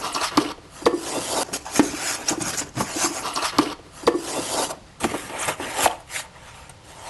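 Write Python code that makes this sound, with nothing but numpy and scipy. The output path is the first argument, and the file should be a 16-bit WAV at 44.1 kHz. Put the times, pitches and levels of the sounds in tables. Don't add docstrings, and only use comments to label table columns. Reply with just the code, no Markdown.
import sys
import numpy as np
from scipy import signal
from scipy.fft import rfft, irfft, next_fast_len
from scipy.io import wavfile
from scipy.ndimage import uniform_filter1d

SR = 44100
rng = np.random.default_rng(int(sys.argv[2]) if len(sys.argv) > 2 else 0)


def wav_record(signal):
    frames = np.transpose(np.atleast_2d(signal))
    bounded = np.clip(frames, -1, 1)
    quanta = np.round(bounded * 32767).astype(np.int16)
    wavfile.write(sys.argv[1], SR, quanta)


N = 313063
SIZE = next_fast_len(N)
HZ = np.fft.rfftfreq(SIZE, 1 / SR)

# pitch_hz, level_db, t60_s
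BLOCK_MODES = [(127, -8.5, 0.18), (248, -5, 0.078), (297.3, 3, 0.12), (332.7, 3, 0.2), (356.3, 3, 0.12),
               (435, -0.5, 0.05), (480.7, 0, 0.1), (579, -3.5, 0.061), (647, -4.5, 0.089), (704.5, -2, 0.1),
               (763.5, -3.5, 0.087), (874.6, 1.5, 0.056), (1005, -2, 0.051), (1132, 2.5, 0.061),
               (1377, -3.5, 0.039), (1790, -4, 0.22), (1940, -10, 0.025), (2760, -19.5, 0.09),
               (3220, 2, 0.028)]
# pitch_hz, level_db_per_hz
ON_EDGE = [(320, -75), (550, 8), (789, 7.5), (1020, 1.5), (1160, 7.5), (1290, -1.5), (1430, 2), (2080, -5),
           (2520, -3.5), (3810, -15.5), (4740, -12), (6890, -8), (8690, -12), (11000, -8.5), (12000, -13.5),
           (15600, -49), (22000, -120)]
LAID_DOWN = [(320, -36), (550, -12.5), (730, -4.5), (810, -9), (1210, -2), (1710, -7), (2590, -9),
             (2830, -8), (3660, -15), (4440, -12), (5060, -28.5), (5460, -18.5), (7260, -28), (10400, -27),
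             (12000, -27), (15600, -59), (22000, -120)]
SLID = [(320, -31), (550, 14), (886, 5.5), (958, 3), (1090, 4), (1800, -9.5), (1950, -8), (2330, -13),
        (2650, -9.5), (4010, -16.5), (4930, -18.5), (5680, -16), (7350, -17), (11000, -15.5), (12000, -23),
        (15600, -53), (22000, -120)]
LIFTED = [(320, -30), (550, 11), (602, 11), (685, 6.5), (910, 9), (1010, 0), (1120, 5), (1500, -6.5),
          (1760, -4.5), (2940, -11), (3570, -16.5), (4740, -21), (8050, -16.5), (11300, -11.5),
          (12000, -18), (15600, -52), (22000, -120)]


def gain_of(db):
    return 10 ** (np.asarray(db) / 20)


def evened(x):
    return x / np.sqrt(np.mean(x ** 2) + 1e-20)


def add(mix, start_s, sound):
    part = mix[round(start_s * SR):][:len(sound)]
    part += sound[:len(part)]


def read(points):
    point_hz, point_db = np.transpose(points)
    return gain_of(np.interp(np.log(HZ + 1), np.log(point_hz + 1), point_db))


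def band(spectrum, lo_hz, hi_hz):
    edges = np.sqrt((1 + (lo_hz / (HZ + 1)) ** 8) * (1 + (HZ / hi_hz) ** 8))
    return evened(irfft(spectrum / edges, SIZE)[:N])


def resonate(x, hz, width_hz):
    turn = np.exp(2j * np.pi * np.cumsum(hz * np.ones(len(x))) / SR)
    pole = np.exp(-np.pi * width_hz / SR)
    smooth = signal.lfilter([1 - pole], [1, -pole], x / turn + 1e-18)
    return 2 * (turn * smooth).real


def swells(rows, levels_db, rest_db, swell_db):
    curve = 1.24
    t = np.arange(0, N + 64, 64) / SR
    peak_s, rise_s, fall_s = (c[:, None] for c in np.transpose(rows)[:3])
    distance = np.maximum((peak_s - t) / rise_s, (t - peak_s) / fall_s)
    shape_db = -swell_db * distance ** curve
    power = (gain_of(levels_db[:, None] + shape_db) ** 2).sum(0) + gain_of(rest_db) ** 2
    return np.interp(np.arange(N) / SR, t, np.sqrt(power))


def room_tone():
    # pitch_hz, level_db_per_hz
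    room_curve = [(12, -51), (20, -5), (59, 2), (159, -2), (197, -6), (226, -63), (321, -19), (420, -31),
                  (480, -12), (564, -15), (5000, -23), (11200, -32), (12500, -74), (16200, -97),
                  (22000, -120)]
    level_db = -49
    noise = rfft(rng.standard_normal(SIZE))
    return gain_of(level_db) * evened(irfft(noise * read(room_curve), SIZE)[:N])


def echoes(x, t60_s, dull_hz):
    t = np.arange(SR // 2) / SR
    taps = rng.choice([-1., 1.], len(t)) * (rng.random(len(t)) < 2000 / SR)
    taps = taps * gain_of(-60 * t / t60_s) * (t > .003)
    taps = signal.lfilter(*signal.butter(1, dull_hz, fs=SR), taps)
    return signal.fftconvolve(x, taps / np.linalg.norm(taps))[:N]


def boards():
    # heaviest_s, rise_s, fall_s, rumble_db
    rolls = [(1.43, .05, .06, -45), (1.53, 0.026, .08, -41.5), (1.78, 0.12, 0.12, -43),
             (1.94, 0.12, 0.035, -41), (2.33, 0.031, 0.031, -34.5), (2.41, 0.023, .3, -33),
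             (2.81, 0.05, 0.056, -26.5), (3.05, 0.39, 0.078, -41), (3.23, 0.045, 0.033, -45),
             (3.6, 0.037, 0.014, -30), (3.7, .03, 0.05, -46), (3.95, 0.036, .3, -54.5),
             (4.079, 0.022, 0.014, -27.5), (4.42, 0.052, 0.11, -38.5), (4.64, 0.23, 0.32, -44),
             (5.05, 0.043, 0.12, -31.5), (5.25, 0.036, 0.12, -43), (5.49, 0.082, 0.068, -38),
             (5.6, 0.05, 0.29, -45), (5.85, 0.049, 0.044, -35)]
    rumble = band(rfft(rng.standard_normal(SIZE)), 76.0, 282.0)
    return swells(rolls, np.transpose(rolls)[3], rest_db=-59, swell_db=20) * rumble


def thud(level_db, pitch_hz, t60_s):
    t = np.arange(SR // 3) / SR
    onset = np.minimum(t / 0.011, 1)
    return gain_of(level_db - 60 * t / t60_s) * np.sin(2 * np.pi * pitch_hz * t) * onset


def squeak(length_s, from_hz, mid_hz, to_hz, level_db):
    t = np.arange(0, length_s, 1 / SR)
    glide_hz = np.interp(t / length_s, [0, .5, 1], [from_hz, mid_hz, to_hz])
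    step = 2 * np.pi * (glide_hz - 7200) / 1500
    hz = glide_hz - 200 * np.sin(step)
    cling_db = 2.0 * (np.cos(step) - 1)
    rough = resonate(resonate(rng.standard_normal(len(t)), hz, 1000.0), hz, 1000.0)
    whistle = evened(rough) + .8 * np.sin(2 * np.pi * np.cumsum(hz) / SR)
    return gain_of(level_db + cling_db) * evened(whistle) * signal.windows.tukey(len(t), .4)


def tick(peak_db, pitch_hz):
    t60_s, click_t60_s = 0.014, 0.0023
    snap_share, click_share = 0.24, 0.48
    t = np.arange(SR // 20) / SR
    noise = np.diff(rng.standard_normal(len(t) + 1))
    snap = evened(resonate(resonate(noise, pitch_hz, 3200.0), pitch_hz, 5300.0))
    tone = evened(resonate(resonate(noise, pitch_hz, 460.0), pitch_hz, 1060.0))
    burst = (snap_share * snap + tone) * gain_of(-60 * t / t60_s) * np.minimum(t / 0.00036, 1)
    click = (2 * rng.random(len(t)) - 1) * gain_of(-60 * t / click_t60_s)
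    burst = burst / abs(burst).max() + click_share * click
    return gain_of(peak_db) * burst / abs(burst).max()


def knock(level_db, hollow_hz, wall_hz, wall_db, crack_db, ring):
    focus_db_per_octave, free_share = 30.5, 0.2
    t = np.arange(SR // 3) / SR
    hz, mode_db, t60_s = (c[:, None] for c in np.transpose(BLOCK_MODES))

    def near(spot_hz):
        return gain_of(-focus_db_per_octave * np.minimum(abs(np.log2(hz / spot_hz)), 1.2))

    share = near(hollow_hz) + gain_of(wall_db) * near(wall_hz)
    side = (-1) ** np.arange(len(hz))[:, None]
    fall_db = -60 * t / (t60_s * ring)
    decay = gain_of(2.56 * fall_db) + free_share * gain_of(fall_db)
    modes = (side * share * gain_of(mode_db) * decay * np.sin(2 * np.pi * hz * t)).sum(0)
    modes = modes * np.minimum(t / 0.00025, 1)
    modes = signal.lfilter(*signal.butter(2, 90, "high", fs=SR), modes)
    crack = resonate(rng.standard_normal(len(t)), 1380.0, 930.0)
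    crack = crack * gain_of(-60 * t / 0.062) * np.minimum(t / 0.001, 1)
    return gain_of(level_db) * (modes / abs(modes).max() + gain_of(crack_db) * crack / abs(crack).max())


def slips(per_s, spread_db, flutter_db, flutter_ms):
    force = gain_of(spread_db * np.minimum(rng.exponential(1, N), 3.0)) * rng.standard_normal(N)
    span = int(flutter_ms * SR / 1000)
    grip = evened(uniform_filter1d(uniform_filter1d(rng.standard_normal(N), span), span))
    return force * (rng.random(N) < per_s / SR) * gain_of(flutter_db * grip)


def patchy(x, depth_db, wide_hz, long_ms):
    hz, t, spectra = signal.stft(x, SR, nperseg=512, noverlap=384)
    field = rng.standard_normal(spectra.shape[::-1]).T
    for _ in range(2):
        field = uniform_filter1d(field, max(int(wide_hz / hz[1]), 1), 0)
        field = uniform_filter1d(field, max(int(long_ms / 1000 / t[1]), 1), 1)
    coloured = spectra * gain_of(depth_db * evened(field))
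    return signal.istft(coloured, SR, nperseg=512, noverlap=384)[1][:N]


def rubbing():
    # hiss_db, wall_db, hollow_db
    strokes = [(1.451, 0.035, 0.55, -50.5, -2, 3, 4.5), (1.536, 0.011, 0.054, -33, 6.5, -4, 0.5),
               (1.564, 0.033, 0.024, -39.5, 6.5, 1, 7), (1.62, .06, .04, -54, 0, -2, 5),
               (1.656, 0.0069, 0.25, -43.5, -2.5, 6, -12), (1.772, 0.082, 0.041, -32, 3.5, -3.5, 1.5),
               (1.835, .03, 0.17, -36.5, 1, -22, 6), (2.04, 0.29, 0.19, -34.5, -4, -4.5, -6),
               (2.1, 0.13, 0.13, -31.5, 1.5, -5.5, -12), (2.155, 0.09, .03, -36, 1, -2, -3),
               (2.2, 0.092, 0.18, -39.5, -8, -0.5, 2), (2.295, 0.053, 0.059, -29, -1, -1.5, -9),
               (2.329, 0.046, .06, -37.5, -4, 7.5, 7.5), (2.407, .008, .03, -35, -12, 1, -14),
               (2.419, 0.036, 0.036, -35.5, 1, 2, -16), (2.497, 0.13, 0.046, -33, 1, 0.5, -12),
               (2.54, .04, 0.055, -32, -2.5, -14, -1.5), (2.59, 0.042, 0.054, -36, 5.5, -1.5, -6),
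               (2.617, 0.02, 0.033, -31, -13, -10, 0), (2.67, 0.057, 0.07, -50, -5, -1, 8.5),
               (2.765, .03, 0.065, -41, -8, 1, 1), (2.812, 0.061, 0.063, -31.5, -2, -2, 2.5),
               (2.91, 0.16, 0.11, -37.5, -2, 0, -8), (2.96, 0.067, 0.093, -46.5, 8.5, -4, 14),
               (3.045, 0.14, 0.074, -28, 1.5, 0, -15), (3.184, 0.17, 0.037, -37, 1.5, 3.5, -0.5),
               (3.273, 0.14, 0.13, -39, 1, 9.5, 5), (3.335, 0.025, 0.018, -53, -2, 17, 6),
               (3.365, 0.022, 0.13, -37, 0.5, 10, 1), (3.428, 0.021, 0.035, -38.5, 1, 16, 4),
               (3.453, 0.038, 0.066, -29, -2, 3.5, -22), (3.487, .04, 0.044, -31, -7.5, -6.5, -23),
               (3.53, 0.022, 0.3, -40, -13.5, 4, -3), (3.629, 0.097, 0.073, -38.5, -0.5, -2, 11.5),
               (3.68, 0.072, 0.074, -41.5, -7, -6, 4), (3.728, 0.11, 0.019, -40, -6, 5, 5),
               (3.865, 0.062, 0.088, -59, -3, 0, 14), (3.97, .08, 0.33, -46.5, -3.5, -0.5, -18),
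               (4.035, 0.039, 0.06, -50, -4, 8, 13), (4.16, 0.032, 0.094, -55, 1, 0, 17),
               (4.281, 0.16, 0.38, -38.5, -1.5, -3, 0.5), (4.386, 0.13, 0.073, -43, 2, 11.5, 12.5),
               (4.45, 0.16, 0.2, -39.5, -1, -15, -7), (4.545, 0.28, 0.15, -39.5, 3, 6.5, 2),
               (4.594, 0.12, 0.052, -37.5, 1, 10.5, 9.5), (4.633, 0.13, 0.069, -32.5, 0.5, 3, 0.5),
               (4.697, .006, .02, -41, -3, 17.5, -8), (4.711, 0.037, 0.017, -41, 5, 14.5, -29),
               (4.734, 0.084, 0.044, -48.5, -17, 10.5, 2), (4.885, .2, .2, -56, -16, -17, -17),
               (5.005, 0.0064, 0.16, -35.5, -6.5, -22, -8), (5.044, 0.028, .03, -27.5, -7.5, 1, 5),
               (5.095, 0.038, 0.36, -36.5, -13.5, -13, -4), (5.147, 0.018, 0.042, -30.5, -13, -3, 5),
               (5.12, .02, .02, -43, -10, -7, 14), (5.2, 0.15, 0.28, -41, -6, -17, -9),
               (5.37, 0.17, 0.25, -35, -19, 2, -4), (5.445, 0.12, 0.061, -29, -9, -7, -24),
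               (5.487, .03, 0.072, -24.5, -11.5, -0.5, -5.5), (5.626, 0.076, 0.27, -34, -11, -1, -2.5),
               (5.7, 0.057, 0.09, -33.5, -11, -10, -17), (5.8, 0.12, 0.11, -27, -7.5, 1, -7),
               (5.844, 0.064, 0.038, -26, 3.5, -3, -4), (5.915, 0.061, 0.081, -46, -3.5, 13.5, -9),
               (6.01, 0.07, 0.04, -63, 3, 16, -2), (6.11, 0.058, .06, -44, -8, -9, -11.5),
               (6.163, 0.069, 0.085, -33, -1, -7, -23), (6.203, 0.082, 0.026, -36, 0, -3.5, -17),
               (6.25, 0.068, 0.068, -53, -14, 8, -10), (6.37, 0.093, 0.12, -50.5, -20, 2, -14),
               (6.46, 0.17, 0.23, -46, -7.5, -3, -25), (6.6, 0.25, 0.29, -48.5, -7.5, -4, -21),
               (6.696, 0.0031, 0.025, -46.5, 1, 8, -14), (6.85, .02, 0.041, -59, 3, 5, 2),
               (6.9, .07, 0.16, -49.5, -1.5, 0, -8), (6.97, .06, 0.085, -60, -5, 5, 6),
               (7.086, 0.26, 0.049, -45, 0, 6.5, -9)]
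    # from_s, face, ribs key, fizz_db against hiss
    postures = [(0, ON_EDGE, "on edge", -2.1), (3.231, LAID_DOWN, "laid down", 0.5), (3.9, SLID, "slid", 2),
                (4.9, LIFTED, "lifted", 2.5), (5.6, LIFTED, "lifted", -1.5),
                (6.26, LIFTED, "lifted", -10.5)]
    ribs = {"on edge": [(2400, 190, -65), (5170, 240, -8), (6600, 83, -2)],
            "laid down": [(2930, 440, -13.5), (4360, 380, -10), (5060, 110, 16), (7800, 300, -6)],
            "slid": [(2920, 380, -29), (4810, 230, 3), (7180, 230, -6)], "lifted": [(2280, 530, -23),
            (3200, 130, -11), (7240, 76, 2), (8370, 160, -2)]}
    # hiss_db, fizz_db, rasp_db, wall_db, hollow_db
    touch_db = [-105, -123, -68, -59.5, -60]
    # hiss_db, fizz_db, rasp_db, wall_db, hollow_db
    swell_db = [24.2, 25.5, 25, 30.8, 29.8]
    fizz_db_per_hiss_db = 1.02

    press_db, hiss_db, wall_db, hollow_db = np.transpose(strokes)[3:]
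    against_db = [hiss_db, fizz_db_per_hiss_db * hiss_db, 0 * press_db, wall_db, hollow_db]
    hiss, fizz, rasp, wall, hollow = (
        swells(strokes, press_db + part_db, rest_db, climb_db)
        for part_db, rest_db, climb_db in zip(against_db, touch_db, swell_db))

    fine = slips(per_s=12000, spread_db=0.5, flutter_db=0.65, flutter_ms=34.0)
    grit = slips(per_s=700, spread_db=1.5, flutter_db=2.5, flutter_ms=25.0)
    drive = evened(fine) + 0.3 * evened(grit)
    beads = rfft(patchy(drive, depth_db=3.0, wide_hz=261.5, long_ms=28.0), SIZE)
    drive = rfft(drive, SIZE)

    modes = 0
    for k, (hz, db, t60_s) in enumerate(BLOCK_MODES):
        width_hz = 3.05 / t60_s + 15
        modes = modes + (-1) ** k * gain_of(db) / (1 + 2j * (HZ - hz) / width_hz)

    out = np.zeros(N)
    for from_s, face_points, posture, fizz_db in postures:
        rib_gain = sum(gain_of(db) / (1 + (2 * (HZ - hz) / width_hz) ** 2)
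                       for hz, width_hz, db in ribs[posture])
        face = read(face_points) * (1 + rib_gain)
        surface = hiss * band(beads * face, 4000, 7000)
        surface += fizz * gain_of(fizz_db) * band(beads * face, 7000, 13000)
        surface += rasp * band(beads * face, 1400, 4000)
        surface += wall * band(drive * face * (0.27 + modes), 523, 1167)
        start = round(from_s * SR)
        out[start:] = surface[start:]
    return out + hollow * band(drive * modes, 129, 590)


def scene():
    # start_s, level_db, pitch_hz, t60_s
    thuds = [(1.791, -22, 217, 0.1), (2.408, -30, 127, 0.16), (2.766, -15.5, 122, 0.11),
             (2.804, -23, 125, 0.12), (3.583, -27, 220, 0.1), (4.069, -22, 213, 0.1),
             (5.036, -18.5, 227, 0.14), (5.134, -28, 213, 0.11), (5.474, -25, 124, 0.067),
             (6.693, -35, 127, 0.11)]
    # start_s, length_s, from_hz, mid_hz, to_hz (before clinging), level_db
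    squeaks = [(2.282, 0.02, 4720, 6380, 8000, -16.5), (2.418, 0.0107, 6230, 8800, 8950, -23.5),
               (2.572, .018, 5700, 8000, 6200, -24), (2.59, 0.0195, 6300, 7230, 7300, -22),
               (3.19, .03, 6400, 9870, 11500, -36), (3.332, 0.051, 11880, 6300, 4380, -31.5),
               (5.385, 0.055, 5520, 10030, 4600, -28.5), (5.449, .013, 7660, 8600, 10700, -28)]
    # start_s, peak_db, pitch_hz
    ticks = [(1.4826, -44.5, 2500), (1.793, -21, 5150), (1.8297, -29, 7740), (2.4539, -21, 5700),
             (2.691, -31, 6600), (2.7408, -41, 5200), (2.7522, -42, 8100), (2.7697, -40, 2600),
             (2.8094, -20, 6200), (3.361, -11, 4640), (3.4245, -18, 4400), (3.5844, -5, 4030),
             (3.701, -22, 3250), (3.728, -30, 4300), (3.79, -41.5, 3190), (4.0675, -14.5, 4550),
             (4.0703, -11.5, 3850), (4.1236, -36, 2990), (4.704, -26, 6110), (5.005, -37, 3330),
             (5.035, -18, 2580), (5.0433, -26, 4230), (5.0879, -39, 3330), (5.1422, -34, 3490),
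             (5.4799, -18, 7340), (5.7705, -22, 3010), (5.8574, -26, 2700), (5.875, -16, 3020),
             (5.9115, -26, 2980), (5.9564, -38, 2500), (6.695, -32, 9000)]
    # listed_s, level_db, hollow_hz, wall_hz, wall_db (re hollow), crack_db (re modes),
    # ring (t60 factor)
    knocks = [(1.48, -29, 407, 650, 5, -7, 1.3), (1.513, -31, 382, 694, 11, -4, 1.3),
              (1.66, -28.5, 290, 850, 31, -11, 7.5), (1.792, 0.9, 272, 876, -11, -11, 0.46),
              (1.833, -22, 290, 620, 5, -16, 0.74), (1.93, -22, 283, 646, -4, -19, 1.1),
              (2.304, -16, 322, 630, -4, -14, 0.74), (2.372, -20, 330, 563, -22, -13, 0.45),
              (2.408, -24.5, 287, 888, -16, -22, 1.1), (2.767, -24.5, 234, 1330, -20, 3, 0.71),
              (2.776, -20.5, 193, 670, 7, -5, 0.27), (2.802, -14, 570, 990, 3, -15, 1.1),
              (2.81, -21, 312, 1050, 18, -15, 0.58), (2.956, -21, 305, 790, -22, -17, 1.1),
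              (3.039, -17.5, 333, 789, -25, -18, 0.47), (3.057, -17, 310, 1150, 8, -17, 1.7),
              (3.098, -23.5, 315, 1170, -18, -20, 0.85), (3.37, -18, 290, 1090, 11, -12, 2.6),
              (3.526, -30, 470, 969, 0, -18, 1.01), (3.585, -2.5, 272, 1030, -0.5, -8, 0.67),
              (3.657, -27, 326, 1140, -28.5, 1, 1.6), (3.787, -34, 440, 638, -5.5, -20, 0.61),
              (4.027, -31.5, 324, 623, -12.5, -21, 0.47), (4.072, -4, 469, 1016, -8, -8.5, 2.1),
              (4.139, -13, 353, 1135, -14.5, -35, 2.2), (4.186, -25, 349, 563, -13, -28.5, 0.46),
              (4.383, -20.5, 370, 575, -61, -32, 0.62), (4.69, -34, 407, 780, -20, -7, 1.5),
              (5.012, -25, 390, 855, -1, -10, 0.85), (5.0405, -11.5, 398, 748, -1.5, -2, 0.68),
              (5.137, -18, 440, 940, -5, -18, 1.1), (5.295, -26, 384, 870, -2, -4, 0.86),
              (5.472, -30, 434, 610, -11, -15, 1.8), (5.597, -18.5, 367, 864, -3, -12, 0.63),
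              (5.854, -4, 576, 787, 6.5, -4, 2.05), (6.693, -41, 510, 595, 3, -13, 1.4)]
    knock_delay_s = 0.00233
    repeat_from_s, repeat_length_s = 3.21154, 1.433

    foam = rubbing() + boards()
    for listed_s, *row in knocks:
        add(foam, listed_s + knock_delay_s, knock(*row))
    for start_s, *row in thuds:
        add(foam, start_s, thud(*row))
    for start_s, *row in ticks:
        add(foam, start_s, tick(*row))
    for start_s, *row in squeaks:
        add(foam, start_s, squeak(*row))
    mix = foam + gain_of(-20) * echoes(foam, t60_s=0.38, dull_hz=2570) + room_tone()
    start, length = round(repeat_from_s * SR), round(repeat_length_s * SR)
    return np.concatenate([mix[start:start + length], mix[length:]])[None]


def record(dry):
    ceiling, edge_hz = gain_of(1.5), 11850
    soft = ceiling * np.tanh(dry / ceiling)
    lowpass = signal.firwin(511, edge_hz, window=("kaiser", 9), fs=SR)
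    return signal.oaconvolve(soft, lowpass[None], "same")


dry = scene()
out = record(dry)
wav_record(out)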